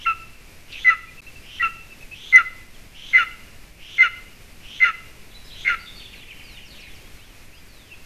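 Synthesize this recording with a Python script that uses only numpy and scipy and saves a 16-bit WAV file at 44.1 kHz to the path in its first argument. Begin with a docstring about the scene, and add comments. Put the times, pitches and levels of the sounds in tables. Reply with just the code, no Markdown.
"""Young eagle begging on its nest

A young eagle calls eight times on its nest in a pine forest, close to a small microphone.
Each call starts with a thin wheeze of shaped noise; all but the first then jump to a nearly pure high
note (a shaky sine). Each breaks down to a raspy lower note (a falling sine with overtones and rough noise).
The trees throw the calls back as scattered echoes. Small birds sing in gliding sines, one fairly dry and
the others blurred by echoes, over noise shaped like soft wind and microphone hiss."""
import sys
import numpy as np
from scipy import signal
from scipy.fft import rfft, irfft
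from scipy.io import wavfile
from scipy.ndimage import uniform_filter1d

SR = 44100
rng = np.random.default_rng(int(sys.argv[2]) if len(sys.argv) > 2 else 0)


def generate_wav(signal):
    """Clip the signal to [-1, 1] and save it as 16-bit WAV at the path in sys.argv[1]."""
    frames = np.transpose(np.atleast_2d(signal))
    scaled = np.clip(frames, -1, 1) * 32767
    pcm = np.round(scaled).astype(np.int16)
    wavfile.write(sys.argv[1], SR, pcm)


N = 355137  # length of the scene in samples


def gain_of(db):
    """Turns decibels into an amplitude factor."""
    return 10 ** (np.asarray(db) / 20)


def evened(x):
    """Scales a signal to an average strength (rms) of 1."""
    return x / np.sqrt(np.mean(x ** 2) + 1e-20)


def read(points, hz):
    """Reads a curve over frequency, spacing the frequencies by ratio as the ear does."""
    point_hz, value = np.transpose(points)
    return np.interp(np.log(hz + 1), np.log(point_hz + 1), value)


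def curves(rows):
    """Joins rows of (time, values...) by straight lines; returns sample times and each curve."""
    s, *columns = np.transpose(rows)
    t = np.arange(s[0], s[-1], 1 / SR)
    return t, *(np.interp(t, s, column) for column in columns)


def add(mix, start_s, sound):
    """Mixes a sound in at its start time."""
    part = mix[max(round(start_s * SR), 0):][:len(sound)]
    part += sound[:len(part)]


def noise(n, colour):
    """Makes noise with a given spectrum by reshaping the strength of every frequency."""
    hz = np.fft.rfftfreq(n, 1 / SR)
    spectrum = rfft(rng.standard_normal(n)) * gain_of(read(colour, hz))
    return evened(irfft(spectrum, n))


def wobble(n, hz):
    """Makes a random drift with movements up to about hz."""
    size = n + 8192
    f = np.fft.rfftfreq(size, 1 / SR)
    spectrum = rfft(rng.standard_normal(size)) / (1 + (f / hz) ** 2)
    return evened(irfft(spectrum, size))[:n]


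def fade(t, edge_s):
    """Gives a note a soft start and end."""
    to_nearest_end = np.minimum(t - t[0], t[-1] - t)
    return np.sin(np.pi / 2 * np.clip(to_nearest_end / edge_s, 0, 1))


def phase_of(hz):
    """Adds up a pitch curve into the running phase of a vibration."""
    return 2 * np.pi * np.cumsum(hz) / SR


def fuzzy(hz, width_hz):
    """Air rushing through a resonance: a band of noise centred on the pitch curve hz."""
    phase = phase_of(hz)
    return evened(wobble(len(hz), width_hz) * np.cos(phase) + wobble(len(hz), width_hz) * np.sin(phase))


def eagle():
    """Each call: a wheeze, a high note (barely there in the first), then the low note, with rasp."""
    # the calls: start_s, crest_s, break_s (the voice breaks), end_s, high_hz, high_db, roughness (0-1),
    # low_hz, fall (share of the low pitch), low_db, octave_db (relative to the low note), rasp_db
    begs = [(0.051, 0.055, 0.062, .131, 2080, -31, 0.4, 1363, 0.052, -18, -4.5, -35),
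            (0.846, 0.886, .899, .945, 1998, -8.5, 0.12, 1397, 0.096, -18, -10.5, -25.5),
            (1.596, 1.613, 1.624, 1.684, 1930, -18, .22, 1369, 0.048, -19, -2.5, -30.5),
            (2.325, 2.362, 2.379, 2.423, 2026, -4, 0, 1461, 0.13, -16, -14.5, -23.5),
            (3.132, 3.15, 3.183, 3.242, 2040, -9.5, 0.36, 1481, 0.14, -17, -9.5, -22.5),
            (3.981, 4.011, 4.028, 4.081, 2071, -8, 0, 1461, 0.1, -17, -10.5, -22),
            (4.802, 4.834, 4.846, 4.912, 2038, -10, 0.16, 1440, 0.11, -19, -10.5, -22),
            (5.649, 5.681, 5.692, 5.755, 2096, -15.5, .5, 1463, .105, -19.5, -12.5, -22.5)]
    # the wheeze that leads into each call: length_s, level_db, pitch_hz
    wheezes = [(0.055, -39.5, 3200), (0.14, -39.5, 3350), (0.15, -41, 3080), (.18, -39.5, 3380),
               (.173, -39.5, 3280), (.169, -40, 3150), (.166, -40, 3200), (0.1, -40, 3450)]
    # hoarse bursts in one wheeze: start_s, length_s, start_hz, end_hz, width_hz, level_db
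    hoarse_bursts = [(0.717, .03, 4200, 3205, 600, -42.5), (.722, .075, 2750, 2433, 229, -37.5)]
    out = np.zeros(N)
    for call, lead in zip(begs, wheezes):
        start, crest, split, end, high_hz, high_db, rough, low_hz, fall, low_db, octave_db, rasp_db = call
        add(out, *wheeze(start, *lead))
        add(out, *high_note(start, crest, split, high_hz, high_db, rough))
        add(out, *low_note(split, end, low_hz, fall, low_db, octave_db))
        add(out, *rasp(start, split, end, rasp_db))
    for row in hoarse_bursts:
        add(out, *hoarse(*row))
    return out


OVERLAP_S = .007  # sets how far the high and low notes overlap around the break


def high_note(start, crest, split, top_hz, top_db, rough, jitter=0.058, second_db=-35, third_db=-44,
              under_db=-25, throb_hz=105, throb=0.25):
    """A nearly pure whistle that swells and throbs; pitch and strength shake when the voice is rough."""
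    swell_db, break_db, handover_db = -14.5, -4, -8.5  # start and break, relative to the crest; drop after it
    scoop, scoop_s, sag_per_s = 0.037, 0.0051, 0.42  # lands from above, then sags (shares of the pitch)
    t, ease_db = curves([(start, 0), (crest, 0), (split, break_db),
                         (split + OVERLAP_S, break_db + handover_db)])
    db = top_db + ease_db + swell_db * np.maximum((crest - t) / (crest - start), 0) ** 1.36
    hz = top_hz * (1 + scoop * np.exp((start - t) / scoop_s) - sag_per_s * (t - crest))
    phase = phase_of(hz * (1 + jitter * rough * wobble(len(t), 300)))
    pulsing = np.sin(phase_of(throb_hz * (1 + 0.15 * wobble(len(t), 40))))
    shake = evened(1 + throb * pulsing + 0.55 * rough * wobble(len(t), 170))
    overtones = gain_of(second_db) * np.sin(2 * phase) + gain_of(third_db) * np.sin(3 * phase)
    # a faint undertone sounds a fifth below the high note
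    under = np.sin(phase * 2 / 3)
    faint_tones = (overtones + gain_of(under_db) * under) * (1 + 0.24 * wobble(len(t), 100))
    tone = np.sin(phase) + faint_tones
    return t[0], np.sqrt(2) * gain_of(db) * shake * tone * fade(t, 0.0033)


def low_note(split, end, first_hz, fall, first_db, second_db, jitter=0.014, rough=0.031,
             octave_rough=0.32, third_db=-36, fourth_db=-42):
    """The broken voice: a tone with a shaky octave that sinks ever faster and fades as the air runs out."""
    bend, fade_db = 1.2, -10
    droop, droop_s = 0.052, .006  # its last moment droops further (share of the pitch)
    t, spent = curves([(split - OVERLAP_S / 2, 0), (end, 1)])
    hz = first_hz * (1 - fall * spent ** bend - droop * np.exp((t - end) / droop_s))
    db = first_db + fade_db * spent ** 2
    phase = phase_of(hz * (1 + jitter * wobble(len(t), 250)))
    octave_shake = evened(1 + octave_rough * wobble(len(t), 150))
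    tone = np.sin(phase) + gain_of(second_db) * np.sin(2 * phase) * octave_shake
    tone += gain_of(third_db) * np.sin(3 * phase) + gain_of(fourth_db) * np.sin(4 * phase)
    shake = 1 + rough * wobble(len(t), 170)
    return t[0], np.sqrt(2) * gain_of(db) * shake * tone * fade(t, 0.014)


def rasp(start, split, end, db, flutter=0.23):
    """Chaotic vibration, made from noise, that swells around the break and rings the throat."""
    # spectrum of the rough voice: frequency_hz, level_db
    rasp_colour = [(150, -47), (520, -18), (900, -41), (1150, -48.5), (1450, -4), (1800, -2), (2100, 2),
                   (2450, -7), (2850, -5), (3200, -32), (4600, -30.5), (6200, -36), (7500, -47),
                   (14000, -48)]
    # narrow throat resonances that the rasp rings: frequency_hz, width_hz, level_db
    throat = [(3526, 68, -19.5), (4140, 57, -25.5), (6270, 67, -29)]
    t, swell_db = curves([(start - .008, -24), (start + 0.0034, -11), ((start + split) / 2, -7.5),
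                          (split, 0), (end - .01, -7), (end + 0.0068, -18)])
    chaos = noise(len(t), rasp_colour)
    for hz, width_hz, ring_db in throat:
        chaos += gain_of(ring_db) * fuzzy(np.full(len(t), hz), width_hz)
    fluttering = evened(chaos * (1 + flutter * wobble(len(t), 180)))
    return t[0], gain_of(db + swell_db) * fluttering * fade(t, 0.0045)


def wheeze(end, length, top_db, top_hz, width_hz=400, upper_ratio=1.87, upper_db=-15, grain=0.11,
           lead_s=.035):
    """A thin, grainy hiss, rising and swelling as the beak opens, with a weaker upper resonance."""
    rise, swell_db = .14, -6  # climb as a share of its pitch; early level relative to the top
    start, first_db = end - length, top_db + swell_db
    t, db = curves([(start - lead_s, first_db - 13.5), (start + 0.0066, first_db),
                    (end - .035, top_db), (end, top_db)])
    hz = top_hz * (1 - rise * ((end - t) / length) ** 2)
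    hiss = fuzzy(hz, width_hz) + gain_of(upper_db) * fuzzy(hz * upper_ratio, 570)
    grainy = hiss * (1 + grain * wobble(len(t), 130))
    sound = gain_of(db) * grainy * fade(t, 0.0057)
    return t[0], sound[t >= 0]  # leave out anything before the scene begins


def hoarse(start, length, first_hz, last_hz, width_hz, db, grain=0.26):
    """An abrupt, grainy rush of air that sinks in pitch."""
    t, hz = curves([(start, first_hz), (start + length, last_hz)])
    grainy = fuzzy(hz, width_hz) * (1 + grain * wobble(len(t), 130))
    return start, gain_of(db) * grainy * fade(t, 0.0052)


def chirp(length, first_hz, last_hz, db, burr, arch=0, burr_hz=380):
    """A songbird's note: a sine gliding along an arch (share of its pitch); a burr shakes it into a buzz."""
    u = np.linspace(0, 1, int(length * SR))  # 0 at the start of the note, 1 at its end
    hz = (first_hz + (last_hz - first_hz) * u) * (1 + arch * (1 - (2 * u - 1) ** 2))
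    tone = np.sin(phase_of(hz + burr * burr_hz * wobble(len(u), 440)))
    return gain_of(db) * tone * (1 + 0.25 * wobble(len(u), 45)) * fade(u * length, 0.0085)


def finch_song():
    """A finch's level, buzzy notes and quick downward slurs, an even trill, then a flourish of slurs."""
    # level notes: start_s, pitch_hz, level_db (before the mix)
    notes = [(5.338, 4020, -46.5), (5.44, 5050, -50), (5.51, 3940, -43), (5.79, 4550, -47),
             (5.856, 3535, -39.5), (5.953, 4510, -46), (6.03, 3505, -40)]
    # slurs among the notes and in the closing flourish: start_s, length_s, start_hz, level_db (before the mix)
    slurs = [(5.302, 0.035, 4170, -49), (5.474, 0.049, 4400, -46.5), (5.995, 0.041, 3730, -43),
             (6.701, .065, 4700, -45.5), (6.75, 0.14, 3054, -44.5)]
    note_s, note_burr = 0.04, 0.34
    slur_end, slur_burr = .69, 0.63  # end pitch as a share of the start; burr 0-1
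    # the trill repeats one steep down-sweep; its level is before the mix
    trill_s, trill_step_s, trill_count = 6.125, .0888, 6
    sweep_s, sweep_top_hz, sweep_end_hz, sweep_db, sweep_burr = 0.028, 3240, 1790, -40, 0.26
    out = np.zeros(N)
    for s, hz, db in notes:
        add(out, s, chirp(note_s, hz, hz, db, note_burr))
    for s, length, hz, db in slurs:
        add(out, s, chirp(length, hz, hz * slur_end, db, slur_burr, arch=-.04))
    for k in range(trill_count):
        sweep = chirp(sweep_s, sweep_top_hz, sweep_end_hz, sweep_db, sweep_burr, arch=0.031)
        add(out, trill_s + k * trill_step_s, sweep)
    return out


def piping_bird():
    """A songbird pipes one short arched note over and over."""
    # pips: start_s, top_hz (roughly the highest pitch), level_db
    pips = [(1.07, 2460, -41.5), (1.168, 2690, -37.5), (1.262, 2710, -40), (1.355, 2720, -40),
            (1.804, 2740, -44), (1.904, 2680, -41), (2.006, 2630, -40.5), (2.111, 2640, -36)]
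    pip_s, start_share, end_share, burr = .038, 0.95, .94, .08  # end pitches as shares of top_hz; burr 0-1
    out = np.zeros(N)
    for s, hz, db in pips:
        add(out, s, chirp(pip_s, hz * start_share, hz * end_share, db, burr, arch=.05))
    return out


def whistling_bird():
    """Another songbird's gliding whistles and a row of high falling chips."""
    # whistles: start_s, length_s, start_hz, end_hz, level_db
    whistles = [(1.2, 0.065, 3750, 4250, -60.5), (1.29, .14, 4450, 4980, -62),
                (2.74, .038, 3470, 2930, -51.5), (6.15, 0.1, 4450, 3130, -49.5),
                (6.28, .056, 2780, 2210, -43.5), (6.43, 0.25, 5040, 2500, -51),
                (6.81, .21, 4400, 2540, -54), (7, 0.087, 3140, 3380, -56), (7.15, 0.22, 4450, 2445, -59),
                (7.19, .06, 2510, 3400, -53), (7.52, 0.074, 2400, 3470, -52.5),
                (7.54, 0.077, 4980, 4920, -58), (7.68, 0.28, 4700, 2450, -57),
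                (7.896, 0.062, 2530, 3450, -52), (7.912, 0.0395, 2790, 2490, -41)]
    # chips: start_s, level_db
    chips = [(6.515, -54), (6.654, -50), (6.794, -50), (6.937, -50)]
    chip_s, chip_top_hz, chip_end_hz = 0.041, 5940, 4050
    out = np.zeros(N)
    for s, length, first_hz, last_hz, db in whistles:
        add(out, s, chirp(length, first_hz, last_hz, db, burr=0.078, arch=-0.0101))
    for s, db in chips:
        add(out, s, chirp(chip_s, chip_top_hz, chip_end_hz, db, burr=.25, arch=0.031))
    return out


def nest(x, spread_s=0.014):
    """Quick reflections from the sticks and the nearest branches: random echoes that soon die away."""
    t = np.arange(SR // 16) / SR
    hits = rng.random(len(t)) < 900 / SR  # about 900 echoes per second
    taps = rng.standard_normal(len(t)) * hits * np.exp(-t / spread_s) * (t > .003)
    return signal.fftconvolve(x, taps / np.linalg.norm(taps))[:N]


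def forest(x, build_up_s=0.015):
    """Scattered echoes from trunks and crowns; each band dies at its own speed."""
    # echo among the trunks: frequency_hz, t60_s (time to fade by 60 dB)
    echo_times = [(500, 0.9), (1400, 0.47), (2100, 0.49), (3000, 1), (6000, 0.46)]
    taps = rng.standard_normal(SR) * (rng.random(SR) < 1500 / SR)  # about 1500 echoes per second
    hz, t, bands = signal.stft(taps, SR, nperseg=256)
    decay = gain_of(-60 * t / read(echo_times, hz)[:, None])
    bands = bands * decay * (1 - np.exp(-t / build_up_s))
    tail = signal.istft(bands, SR, nperseg=256)[1]
    return signal.fftconvolve(x, tail / np.linalg.norm(tail))[:N]


def air(level_db=-43, swell_db=1.0):
    """Low wind, far rustle of the pines and steady hiss: one shaped noise whose level drifts slightly."""
    # spectrum of wind in the pines and hiss: frequency_hz, level_db (per Hz, relative)
    air_colour = [(10, 8), (25, 1.5), (55, -4), (110, -8.5), (220, -14), (550, -20), (900, -24),
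                  (1500, -23.5), (2400, -17.5), (3200, -25.5), (5000, -26.5), (8000, -31), (14000, -32)]
    return gain_of(level_db + swell_db * wobble(N, 3.9)) * noise(N, air_colour)


def scene():
    """The eagle and piping bird are fairly dry; the finch and whistling bird come scattered by branches."""
    near, finch = eagle(), finch_song()
    piper, whistler = piping_bird(), whistling_bird()
    out = near + gain_of(-15) * nest(near) + gain_of(-16) * forest(near)
    out += piper + gain_of(-15.5) * forest(piper)
    out += whistler + gain_of(-11) * nest(whistler) + gain_of(-10.5) * forest(whistler)
    out += gain_of(-1.5) * finch + gain_of(-4) * nest(finch) + gain_of(-3.0) * forest(finch)
    return (out + air())[None]


def record(dry):
    """Overload flattens the highest peaks, the sound drops out once, and the far treble is cut."""
    gap_s, gap_length_s = 1.212, .011  # middle and length of the dropout
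    treble_edge_hz = 14040
    clipped = np.clip(dry, -.91, .91)
    live = abs(np.arange(N) / SR - gap_s) > gap_length_s / 2
    gate = uniform_filter1d(live * 1., size=64)  # softens the edges of the dropout
    low_pass = signal.firwin(511, treble_edge_hz, window=("kaiser", 9), fs=SR)
    return signal.oaconvolve(clipped * gate, low_pass[None], "same")


dry = scene()
out = record(dry)
generate_wav(out)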